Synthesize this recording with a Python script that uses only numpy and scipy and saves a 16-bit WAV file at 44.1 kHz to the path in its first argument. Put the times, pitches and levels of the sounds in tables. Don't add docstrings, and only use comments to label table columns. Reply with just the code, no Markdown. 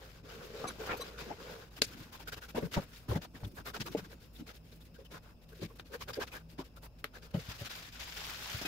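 import sys
import numpy as np
from scipy import signal
from scipy.fft import rfft, irfft, next_fast_len
from scipy.io import wavfile
from scipy.ndimage import uniform_filter1d

SR = 44100
rng = np.random.default_rng(int(sys.argv[2]) if len(sys.argv) > 2 else 0)


def decibels_to_gain(level_db):
    exponent = np.asarray(level_db, float) / 20
    return 10 ** exponent


def store_pcm(level_fs):
    pcm = np.round(np.clip(level_fs, -1, 1) * 32767).astype(np.int16)
    wavfile.write(sys.argv[1], SR, np.atleast_2d(pcm).T)


N = 382347
LEAD_S = 0.02
HEAP_SPREAD_S = 1.6


def unit(x):
    return x / np.sqrt(np.mean(x ** 2) + 1e-20)


def along(points, hz):
    f, v = np.transpose(points)
    return np.interp(np.log(hz + 1), np.log(f + 1), v)


def filtered(x, response):
    m = next_fast_len(x.shape[-1] + 8192)
    hz = np.fft.rfftfreq(m, 1 / SR)
    return irfft(rfft(x, m) * response(hz), m)[..., :x.shape[-1]]


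def resonant(modes):
    def mode(f, centre, width, db):
        return decibels_to_gain(db) * 1j * f * width / (centre * centre - f * f + 1j * f * width)
    return lambda f: sum((-1) ** k * mode(f, *row) for k, row in enumerate(modes))


def slice_of(ms, rise_ms, fall_ms):
    t = np.arange(-round(LEAD_S * SR), round((ms + 60) * SR / 1000)) / SR
    edge = lambda u: 1 / (1 + np.exp(-u))
    return t, edge(t * 1000 / rise_ms) * edge((ms - t * 1000) / fall_ms)


def lane(*shape):
    return np.zeros((*shape, N + SR))


def add(track, s, piece):
    start = round(s * SR)
    track[..., start:start + piece.shape[-1]] += piece


def trim(track):
    return track[..., round(LEAD_S * SR):][..., :N]


# frequency in Hz, likeness from 0 to 1.
ALIKE = [(60, 0.92), (250, 0.85), (500, 0.79), (800, 0.25), (2000, 0.037), (10000, 0.046), (15000, 0.67)]


def half_turn(hz):
    return np.arccos(np.clip(along(ALIKE, hz), -1, 1)) / 2


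def rush(response, patchy_db, grain_db):
    sizes = decibels_to_gain(grain_db * unit(uniform_filter1d(rng.standard_normal(N), size=40)))
    z = signal.stft(sizes * rng.standard_normal((2, N)), nperseg=512)[2]
    field = uniform_filter1d(rng.standard_normal(z.shape[1:]), size=4, axis=0)
    field = uniform_filter1d(field, size=5, axis=1)
    pair = signal.istft(z * decibels_to_gain(patchy_db * unit(field)), nperseg=512)[1][:, :N]
    share = lambda hz: response(hz) * [np.cos(half_turn(hz)), np.sin(half_turn(hz))]
    mid, side = filtered(pair, share)
    return unit(np.array([mid + side, mid - side]))


# pitch in Hz, width in Hz, level in dB.
HUM = [(53.3, 18, -64.5), (92.4, 19, -67), (120.5, 15, -68.5), (163.6, 9.9, -65), (234, 65, -70),
       (2640, 320, -83.5), (5180, 480, -83)]
# frequency in Hz, level in dB per Hz.
ROOM = [(25, -2), (68, -2), (280, -12), (540, -8), (700, -13), (1500, -24), (1950, -38), (2650, -33),
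        (3500, -42.5), (5200, -42.5), (8000, -38), (16000, -30)]


def kitchen():
    motor_hz, motor_db, drift = 55, -60, 0.0043
    lines = 0
    for hz, width, db in HUM:
        lines = lines + decibels_to_gain(db) * rush(lambda f: resonant([(hz, width, 0)])(f) ** 2, patchy_db=.6, grain_db=1)
    air = rush(lambda f: decibels_to_gain(along(ROOM, f)), patchy_db=.8, grain_db=.5)
    cycles = motor_hz * np.arange(N) / SR + drift * np.cumsum(rng.standard_normal(N))
    motor = filtered(np.sin(2 * np.pi * cycles), resonant([(motor_hz, 40, 0)]))
    return lines + decibels_to_gain(-65.5) * air + decibels_to_gain(motor_db) * unit(motor)


# time in seconds, sliding in dB,
# weight leaning on the table in dB.
SLIDING = [(0, -81, -75), (.34, -52.5, -60), (.82, -49.5, -55), (1.23, -52, -60), (1.49, -50, -58.5),
           (1.7, -62, -58.5), (1.98, -53.5, -54), (2.4, -64, -63), (2.7, -67, -54), (2.9, -61.5, -69),
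           (3.47, -77, -56.5), (3.69, -78, -60.5), (3.85, -60.5, -48), (4.18, -69.5, -61), (5.5, -80, -65),
           (5.96, -64.5, -59.5), (6.18, -61, -58.5), (6.5, -75, -69.5)]
# time in seconds, level in dB.
SIFTING = [
    (6.9, -80),
    (7.53, -53),
    (7.99, -69),
    (8.26, -70),
    (8.67, -60),
]


def sliding_bed():
    t = np.arange(N) / SR
    s, sliding_db, table_db = np.transpose(SLIDING)
    sliding, table = decibels_to_gain(np.interp(t, s, sliding_db)), decibels_to_gain(np.interp(t, s, table_db))
    sifting = decibels_to_gain(np.interp(t, *np.transpose(SIFTING), left=-120))
    note_db = np.where(t < HEAP_SPREAD_S, -4, -16.5)
    return np.hypot(sliding, sifting), sliding * decibels_to_gain(note_db), table


def jumps(depth_db):
    steps = rng.standard_normal(N // 2200 + 1).repeat(2200)[:N]
    return decibels_to_gain(depth_db * uniform_filter1d(steps, size=500))


def strokes():
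    rows = digs() + rubs() + rustles() + trickles() + scoops() + shakes()
    s, ms, db, note, scrape, fizz = np.transpose(rows)
    pressed = np.maximum(scrape, note - 6)
    fizz = fizz - 0.16 * (db + 47) - 1.5 * np.maximum(pressed - 7, 0)
    fizz += -3.5 * (s < HEAP_SPREAD_S)
    return zip(s, ms, db[:, None] + np.transpose([0 * db, note, scrape, fizz]))


# frequency in Hz, level in dB per Hz.
GRIT = [(600, -13.5), (1700, -1), (2500, 1), (3200, 0), (5000, -0.5), (6000, -3), (7500, -4.5),
        (9000, -19.5)]
SCRAPE = [(450, -1.5), (750, 2), (1100, 1.5), (1450, 0.5), (1800, -10.5), (2600, -11.5), (4200, -43.5)]
FIZZ = [(6000, -10), (7500, -5), (9000, -2), (10200, -3.5), (12000, 0.5), (13500, -0.5), (15800, -4)]
RUMBLE = [(50, -60), (80, -1), (200, 0.5), (350, -2.5), (500, -31)]
# pitch in Hz, width in Hz, height in dB.
GLAZE = [(1585, 440, 5.5), (2540, 260, 0), (3700, 300, 1), (4390, 980, -2.5), (5180, 150, 2)]
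# pitch in Hz, width in Hz, level in dB.
HOLLOW = [(440, 130, 0), (640, 300, -9)]


def grain():
    power = lane(4)
    softer = np.array([[1], [1], [1.3], [1]])
    for s, ms, layers_db in strokes():
        shape = slice_of(ms, rise_ms=softer * (1.1 + .045 * ms), fall_ms=1.8 + .085 * ms)[1]
        add(power, s, (decibels_to_gain(layers_db[:, None]) * shape) ** 2)
    slow = uniform_filter1d(uniform_filter1d(rng.standard_normal((4, N)), size=300), size=300)
    clumps = decibels_to_gain(1.5 * unit(slow))
    grit, bowl, table = sliding_bed()
    under = jumps(depth_db=3.0) * np.array([decibels_to_gain(-9.0) * grit, bowl, decibels_to_gain(-6.5) * grit, decibels_to_gain(-16.0) * grit])
    grit, bowl, scrape, fizz = np.sqrt(trim(power) * clumps ** 2 + under ** 2)
    glaze_db = lambda f: sum(db / (1 + ((f - c) / w * 2) ** 2) for c, w, db in GLAZE)
    out = grit * rush(lambda f: decibels_to_gain(along(GRIT, f) + glaze_db(f)), patchy_db=1.2, grain_db=1.8)
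    out += bowl * rush(lambda f: resonant(HOLLOW)(f) ** 2, patchy_db=1.5, grain_db=2)
    scraping = rush(lambda f: decibels_to_gain(along(SCRAPE, f) + glaze_db(f)), patchy_db=2.5, grain_db=3.2)
    out += decibels_to_gain(-0.53) * scrape * scraping
    out += 1.3 * fizz * rush(lambda f: decibels_to_gain(along(FIZZ, f)), patchy_db=.6, grain_db=1.8)
    rumble = rush(lambda f: decibels_to_gain(along(RUMBLE, f)), patchy_db=5.5, grain_db=-2.5)
    return out + decibels_to_gain(-0.5) * table * rumble


# start in seconds, length in ms, grit in dB,
# hollow note in dB over the grit.
DIGS = [(.001, 110, -63, 5), (.288, 83, -60, 3), (.397, 86, -60, 5.5), (0.431, 30, -59.5, 13.5),
        (0.532, 19, -63.5, 18), (0.794, 62, -56, 10), (1.534, 110, -61.5, 7), (2.554, 38, -50.5, 0),
        (2.601, 75, -62.5, 12), (2.645, 24, -57.5, -1), (2.801, 47, -59.5, 3), (3.088, 61, -53.5, 3),
        (3.153, 26, -52, 0), (3.4, 30, -67, 9), (3.859, 27, -50.5, 0.5), (3.972, 32.4, -52.5, 5),
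        (4.102, 41, -61, 3), (4.985, 39, -70, 15.5), (5.519, 23, -68, 10), (5.682, 58, -72, 6),
        (5.902, 46, -70, 18), (5.92, 15, -59, 12), (5.934, 29.5, -50.5, 4.5), (6.081, 31, -49.5, 8),
        (6.171, 10, -64, 26), (6.39, 33, -71.5, 2), (6.827, 41.5, -61.5, -2), (7.339, 56, -60, 13)]


def digs():
    return [(s, ms, db, note, 4.5, -3) for s, ms, db, note in DIGS]


NOTE_PER_PRESS = 0.62

# start in seconds, length in ms, grit in dB,
# palm pressure in dB.
RUBS = [(.09, 89, -65.5, -5), (0.146, 56, -69.5, 7.5), (.639, 38, -67, 16), (.671, 50, -53.5, 4),
        (0.86, 25, -50.5, 6), (0.887, 60, -57, 19), (1.005, 20, -49.5, -1), (1.182, 42, -50, 1.5),
        (1.295, 44, -72.5, 22.5), (1.386, 50, -67.5, 9.5), (1.765, 26, -55, -1), (1.829, 23, -54, -1),
        (1.865, 27, -55, -14), (1.91, 46, -59.5, 1), (1.972, 88, -60, -2), (2.125, 43, -55.5, 1),
        (2.195, 38, -59, 5), (2.275, 21.5, -47.5, -1.5), (2.323, 25.6, -47, -1), (2.367, 22.5, -53.5, 4.5),
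        (2.417, 46, -56, -0.5), (2.484, 28.6, -55, -0.5)]


def rubs():
    return [(s, ms, db, -8.5 + NOTE_PER_PRESS * press, press, -4) for s, ms, db, press in RUBS]


# start in seconds, length in ms, grit in dB.
RUSTLES = [(.235, 37, -72), (1.714, 125, -70), (6.152, 21, -53.5), (.751, 23, -77), (3.512, 15, -68),
           (4.202, 67, -65.5), (4.349, 28, -68), (4.538, 41, -63), (4.64, 95, -72), (4.716, 27, -65),
           (4.804, 26, -68), (4.853, 28, -69), (4.941, 29, -67.5), (5.048, 23, -65.5), (5.417, 28, -70.5),
           (5.487, 29, -65.5), (5.549, 58, -66), (5.756, 21, -65.5), (5.787, 24, -59), (5.855, 31, -67.5),
           (5.994, 12, -65), (6.49, 56, -68), (6.641, 38, -65), (6.985, 26, -67), (7.309, 8.9, -63)]


def rustles():
    return [(*row, -4, -7.5, -4) for row in RUSTLES]


# start in seconds, length in ms, level in dB, pitch in Hz,
# rattle in dB over the level.
TAPS = [
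    (.64, 61, -43, 772, 2),
    (1.819, 1.3, -26, 435, -23),
    (3.949, 8.8, -25, 456, -10),
    (6.585, 58, -40.5, 264, 2.5),
    (7.0432, 4.5, -38.5, 436, -3),
]
KNOCKS = [(1.3, 31, -48, 695, 7.5), (2.548, 50, -47, 241, 9.5), (2.764, 34, -33, 152, 0),
          (3.086, 106, -37, 108.6, -1), (3.108, 7.1, -26, 122, -8), (3.157, 21.4, -31, 155, -6),
          (3.348, 12, -46.5, 260, -11), (5.62, 44, -41, 166, -2), (6.174, 30, -47, 418, 0.5),
          (7.341, 23, -30.5, 167.4, -4.5), (8.614, 9.7, -50, 307, 9), (8.649, 30, -45, 302, -9),
          (8.652, 25, -43, 2510, -18)]
MORE_KNOCKS = [
    (2.367, 13, -47, 93.5, -19),
    (2.566, 38, -40, 246, 3.5),
    (2.626, 12, -36, 155, 1.5),
    (3.43, 52, -40.5, 100.5, -8),
    (4.39, 30, -49, 250, -3),
    (7.488, 14, -38, 108, -20),
    (7.612, 27, -42.5, 113, -14),
    (8.546, 27, -40.5, 109, -13.5),
]
# pitch in Hz, width in Hz, level in dB.
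BOWL = [(302, 295, 3), (423, 318, 0), (570, 42, -0.5), (935, 310, -9.5), (1070, 225, -10.5)]


def knocks():
    out = lane(2)
    rattle = rush(resonant(BOWL), patchy_db=5.5, grain_db=0.5)
    kinds = [(TAPS, 0.18), (KNOCKS, 1), (MORE_KNOCKS, 0.93)]
    blows = [(*row, rise_ms) for rows, rise_ms in kinds for row in rows]
    ratios, gains = (.62, 1, 1.3, 1.9), (0.91, 1.4, 0.68, 0.23)
    for s, ms, db, hz, rattle_db, rise_ms in blows:
        t, shape = slice_of(ms, rise_ms=rise_ms + 0.057, fall_ms=7.2)
        shape *= decibels_to_gain(-np.abs(t) * 250 / (rise_ms + 0.6) ** 2)
        phases = rng.random(4)
        low = sum(g * np.sin(2 * np.pi * (hz * k * t + p)) for k, g, p in zip(ratios, gains, phases))
        low = decibels_to_gain(np.array([[.8], [-.8]])) * np.array([np.roll(low, shift=-6), low])
        shaken = rattle[:, round(s * SR * .9):][:, :len(t)]
        add(out, s, decibels_to_gain(db) * shape * (low + decibels_to_gain(rattle_db) * shaken))
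    return trim(out)


def bursts(rows, sharpness=7.1):
    out = lane(2)
    for s, ms, db, hz in rows:
        t, shape = slice_of(ms, rise_ms=0.069 * ms, fall_ms=0.088 * ms)
        noise = rng.standard_normal((2, len(t)))
        mid, side = filtered(noise, lambda f: resonant([(hz, hz / sharpness, 0)])(f) ** 2)
        turn = half_turn(hz)
        burst = shape * (np.cos(turn) * mid + np.sin(turn) * side * np.array([[1], [-1]]))
        add(out, s, decibels_to_gain(db) * unit(burst) * np.sqrt(np.mean(shape ** 2)))
    return trim(out)


# start in seconds, length in ms, level in dB, # pitch in Hz.
MORE_BURSTS = [(.64, 24, -46, 726), (.895, 67, -57, 2490), (2.555, 43, -47, 960), (2.77, 10, -30.5, 59),
               (2.815, 29, -57, 128), (3.165, 12, -55, 1300), (7.343, 16, -51, 588), (7.346, 12, -55, 1220),
               (7.364, 23, -33.5, 160), (7.392, 20, -48, 130), (.996, 8, -43, 503), (2.775, 16, -33, 203)]


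def more_bursts():
    return bursts(MORE_BURSTS)


# start in seconds, length in ms, level in dB, pitch in Hz.
CATCHES = [(.643, 24.6, -40, 1205), (.895, 40, -44, 1340), (.905, 32, -50, 2260), (1.3, 21, -41, 800),
           (1.301, 14, -51, 312), (2.275, 15, -43, 1420), (2.322, 17, -46, 1470), (2.418, 35, -52.5, 1440),
           (2.488, 16, -60, 1460), (2.578, 11.5, -29.5, 444), (2.762, 19, -39, 900), (3.113, 11, -41, 1000),
           (3.57, 21, -51.5, 1600), (3.745, 15, -46, 1350), (4.043, 16, -57.5, 1605),
           (5.525, 18, -61.5, 1530), (5.594, 15.5, -51.5, 392), (5.701, 21, -62, 1090),
           (5.935, 24, -49.5, 1650), (6.011, 16, -46, 1070), (6.02, 10, -57, 2560), (6.088, 12, -53, 1640),
           (6.134, 13, -49, 4900), (6.152, 26, -55, 1630), (6.187, 9, -34.5, 425), (6.201, 38, -44, 1650),
           (6.276, 14, -57, 1480), (6.318, 22, -54, 2440), (6.346, 34, -50.5, 1650),
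           (6.586, 21, -47.5, 977), (6.765, 22, -59, 1320), (7.151, 21, -55, 1650)]


def catches():
    return bursts(CATCHES)


# time in seconds,
# peak in dB, pitch in Hz.
SNAPS = [(0.643, -30, 900), (0.6447, -36, 1100), (.901, -37, 2000), (0.9143, -29, 1700), (0.919, -31, 2300),
         (.9245, -41, 2900), (0.928, -38, 1900), (0.941, -36, 1500), (6.0958, -35, 1550),
         (6.144, -34, 4700), (6.2155, -40, 1600), (6.223, -37, 1670), (6.18, -34, 330),
         (1.8201, -11.5, 4370), (1.8213, -12, 7000), (3.435, -39, 750)]


def snaps():
    out, t = lane(), np.arange(SR // 20) / SR - LEAD_S
    for s, db, hz in SNAPS:
        fade = (t > 0) * np.exp(-np.abs(t) * hz / 1.6)
        add(out, s, decibels_to_gain(db) * fade * np.sin(2 * np.pi * hz * t))
    return trim(np.array([np.roll(out, shift=-2), out]))


# start in seconds, length in ms, level in dB.
BANGLE = [
    (0.672, 22.6, -49.5),
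    (.970, 12, -51.5),
    (1.004, 26, -44.5),
]
# pitch in Hz, then level in dB in the first, second and third touch.
STEEL = [(1086, 1, -31, -0.5), (2320, -3, -20, -16), (3960, -4, -20, -3), (4330, -8, -9, -23),
         (5970, 2, -20, -5.5), (6420, -2, -7, -22), (7840, 1, 1, -14), (8500, -6, -22, -8),
         (9400, -11, -20, -7), (10890, 7, -12, -18), (11500, -12, -20, -10), (12100, -20, 2, -10),
         (12700, -20, -8, -8), (13700, -20, -3, -13)]


def bangle():
    out = lane(2)
    for touch, (s, ms, db) in enumerate(BANGLE):
        for hz, *levels in STEEL:
            t, shape = slice_of(ms, rise_ms=.6 + 1.5 * rng.random(), fall_ms=1 + 2.5 * rng.random())
            swell = decibels_to_gain(-20 * (t * 1000 / ms - .68) ** 2)
            ring_db = -5 - 60 * np.abs(t - ms / 1000) / .1 - abs(hz - 4000) / 100
            shape = shape * swell + decibels_to_gain(ring_db) * (t > 0)
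            flutter = 1 + .45 * np.sin(2 * np.pi * (rng.uniform(20, 60) * t + rng.random((2, 1))))
            wander = .25 * rng.random((2, 1)) + np.cumsum(rng.normal(0, .003 + hz * 6e-7, len(t)))
            wander = wander + rng.normal(0, .15) * hz * t * t
            tone = np.sin(2 * np.pi * (hz * t + wander))
            add(out, s, decibels_to_gain(db + levels[touch]) * shape * flutter * tone)
    return trim(out)


# start in seconds,
# length in ms, level in dB, pitch in Hz.
TICKS = [(.87, 20, -59, 2900), (.9, 32, -44.5, 1860), (0.911, 16, -52, 2930), (3.35, 7.7, -54, 1750),
         (3.448, 7.2, -56, 3420), (4.354, 21, -62.5, 3620), (4.722, 11, -66, 3930),
         (4.812, 16, -67.5, 3640), (4.95, 27, -64, 1500), (5.052, 18, -63.5, 3030), (6.14, 6, -58, 3020),
         (1.825, 2.8, -33, 4400)]


def ticks():
    return bursts(TICKS)


# start in seconds, length in ms, level in dB, pitch in Hz.
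SPRAY = [
    (1.832, 23, -43, 5800),
    (1.8165, 3, -38, 3800),
    (.89, 48, -48.5, 1870),
]


def spray():
    return bursts(SPRAY, sharpness=1.1)


# start in
# seconds, length in ms, grit in dB.
TRICKLES = [(.97, 16, -56), (2.885, 28, -75), (3.0, 48, -78), (3.465, 27, -71.5), (3.55, 51, -68.5),
            (3.655, 51, -60), (4.332, 55, -73.5), (4.75, 31, -72.5), (4.82, 51, -79), (4.938, 19, -85),
            (5.757, 14, -74), (6.155, 22, -70), (6.318, 59, -65.5), (6.761, 26, -71.5), (6.823, 43, -69)]


def trickles():
    return [(*row, -29, -7.5, 4.5) for row in TRICKLES]


# time in seconds, level in dB, length in ms, spray in dB over the level,
# first crack in dB.
CLAPS = [
    (1.8190, -23.5, 2.6, -8, -13.5),
    (5.797, -47.5, 5, -8.5, -34.5),
    (7.0426, -33, 2, -11, -25),
]
# pitch in Hz, width in Hz, level in dB.
CUPS = [
    [(453, 250, -12), (1500, 200, 2), (2610, 360, 0), (4400, 1100, -3), (5500, 600, -13.5),
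     (6900, 1500, -7), (9400, 2000, -7), (12100, 900, -9), (14900, 900, -21)],
    [(413, 85, 4), (1440, 110, 3.5), (2400, 300, -14), (3650, 320, -9), (4620, 400, -22), (9000, 8000, -37)],
    [(1360, 530, 4), (2060, 630, -1.5), (3480, 730, -5.5), (4700, 510, -10), (7500, 2700, -34),
     (11500, 790, -8), (13600, 2300, -14)],
]


def claps():
    out = lane(2)
    for (s, db, ms, spray_db, crack_db), cup in zip(CLAPS, CUPS):
        t, shape = slice_of(ms, rise_ms=.4, fall_ms=.5)
        shape = shape + decibels_to_gain(spray_db - 60 * np.abs(t) / 0.097) * (t > 0)
        colour = lambda f: np.sqrt(sum(np.abs(resonant([mode])(f)) ** 2 for mode in cup))
        crack = filtered(1. * (t == 0), resonant(cup))
        add(out, s, decibels_to_gain(crack_db) * crack / np.abs(crack).max())
        noise = unit(filtered(shape * rng.standard_normal((2, len(t))), colour))
        add(out, s, decibels_to_gain(db) * noise * np.sqrt(np.mean(shape ** 2)))
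    return trim(out)


# start in seconds, length in ms, level in dB, pitch in Hz.
THUDS = [(2.545, 21, -45, 570), (2.629, 37, -37.5, 158), (2.625, 17, -40, 482), (2.765, 39, -44, 547),
         (3.107, 23, -40, 530), (3.123, 26, -41, 375), (3.165, 13, -44.5, 580), (3.184, 13, -47, 182),
         (3.969, 21, -41.5, 189), (4.015, 24, -49.5, 180), (4.41, 19, -43.5, 260), (5.622, 19, -52, 540)]


def thuds():
    return bursts(THUDS)


# start in seconds, length in ms, grit in dB,
# palm pressure in dB.
SCOOPS = [(2.716, 22, -50.5, -4), (2.735, 22, -41, -6), (2.76, 35, -53, 8), (2.92, 77, -58, -12),
          (3.217, 39, -53, -1), (3.344, 41, -61, 3.5), (3.44, 19, -56, 1), (3.569, 46, -59, 7.5),
          (3.658, 48.4, -51.5, 4.5), (3.74, 37, -47.5, 3), (3.802, 24, -44, -4.5), (3.915, 29, -55.5, -0.5),
          (4.04, 26, -60.5, 5.5), (4.382, 36, -60, -6), (4.468, 50, -56, 3), (5.114, 66, -57.5, 7),
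          (5.226, 99, -70, 6.5), (5.613, 49, -54, -13), (6.007, 30.4, -48, -6.5), (6.131, 18, -51.5, -18),
          (6.201, 42.4, -48, 5.5), (6.27, 21, -56, -2), (6.319, 32, -58.5, 4), (6.34, 44.4, -56, 7.5),
          (6.584, 37, -56, 3.5), (6.764, 24, -64.5, 4), (7.139, 47, -59.5, 3.5), (7.222, 50, -60.5, 1)]


def scoops():
    return [(s, ms, db, -5.5 + NOTE_PER_PRESS * press, press, -6) for s, ms, db, press in SCOOPS]


# start in seconds, length in ms, grit in dB.
SHAKES = [(7.388, 43, -55.5), (7.434, 59, -56.5), (7.491, 40, -51), (7.539, 38, -55), (7.584, 53, -52),
          (7.647, 35, -47.5), (7.698, 44, -47.5), (7.749, 44, -50), (7.79, 104, -54), (7.923, 63, -55.5),
          (7.994, 63, -48), (8.064, 47, -50.5), (8.109, 55, -50.5), (8.163, 62, -46), (8.232, 75, -46.5),
          (8.287, 103, -49), (8.388, 260, -47), (8.513, 48, -50), (8.614, 24.2, -43.5), (8.652, 39, -41)]


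def shakes():
    return [(*row, -29, -5, -6.5) for row in SHAKES]


def scene():
    out = kitchen() + grain() + knocks() + more_bursts() + catches() + snaps()
    return out + bangle() + ticks() + spray() + claps() + thuds()


# frequency in Hz, level in dB.
LEFT_PORT = [(1500, 0.5), (2200, 5), (4700, 6.5), (5700, 2), (7000, -1), (8500, -36.5), (9900, -22),
             (11000, -27), (13000, -13), (14800, -5.5)]


def two_ports(x):
    limit = lambda f: decibels_to_gain(-40 / (1 + np.exp((15850 - f) / 60)))
    left_only = np.array([[1], [0]])
    return filtered(x, lambda f: limit(f) * decibels_to_gain(along(LEFT_PORT, f) * left_only))


# time in seconds, depth in dB.
HUSHES = [
    (.226, -8),
    (1.7, -10),
    (1.808, -9),
    (2.11, -8),
    (2.25, -9),
    (5.84, -12),
]


def treble_dips(x):
    t = np.arange(N) / SR
    hush = decibels_to_gain(sum(db * np.exp(-((t - s) / 0.007) ** 2) for s, db in HUSHES))
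    treble = filtered(x, lambda f: f * f / (f * f + 900 ** 2))
    return x - (1 - hush) * treble


def low_pass(x):
    return signal.sosfilt(signal.butter(12, 16890, fs=SR, output="sos"), x)


def record(dry):
    mix = treble_dips(two_ports(dry))
    return low_pass(mix)


dry = scene()
out = record(dry)
store_pcm(out)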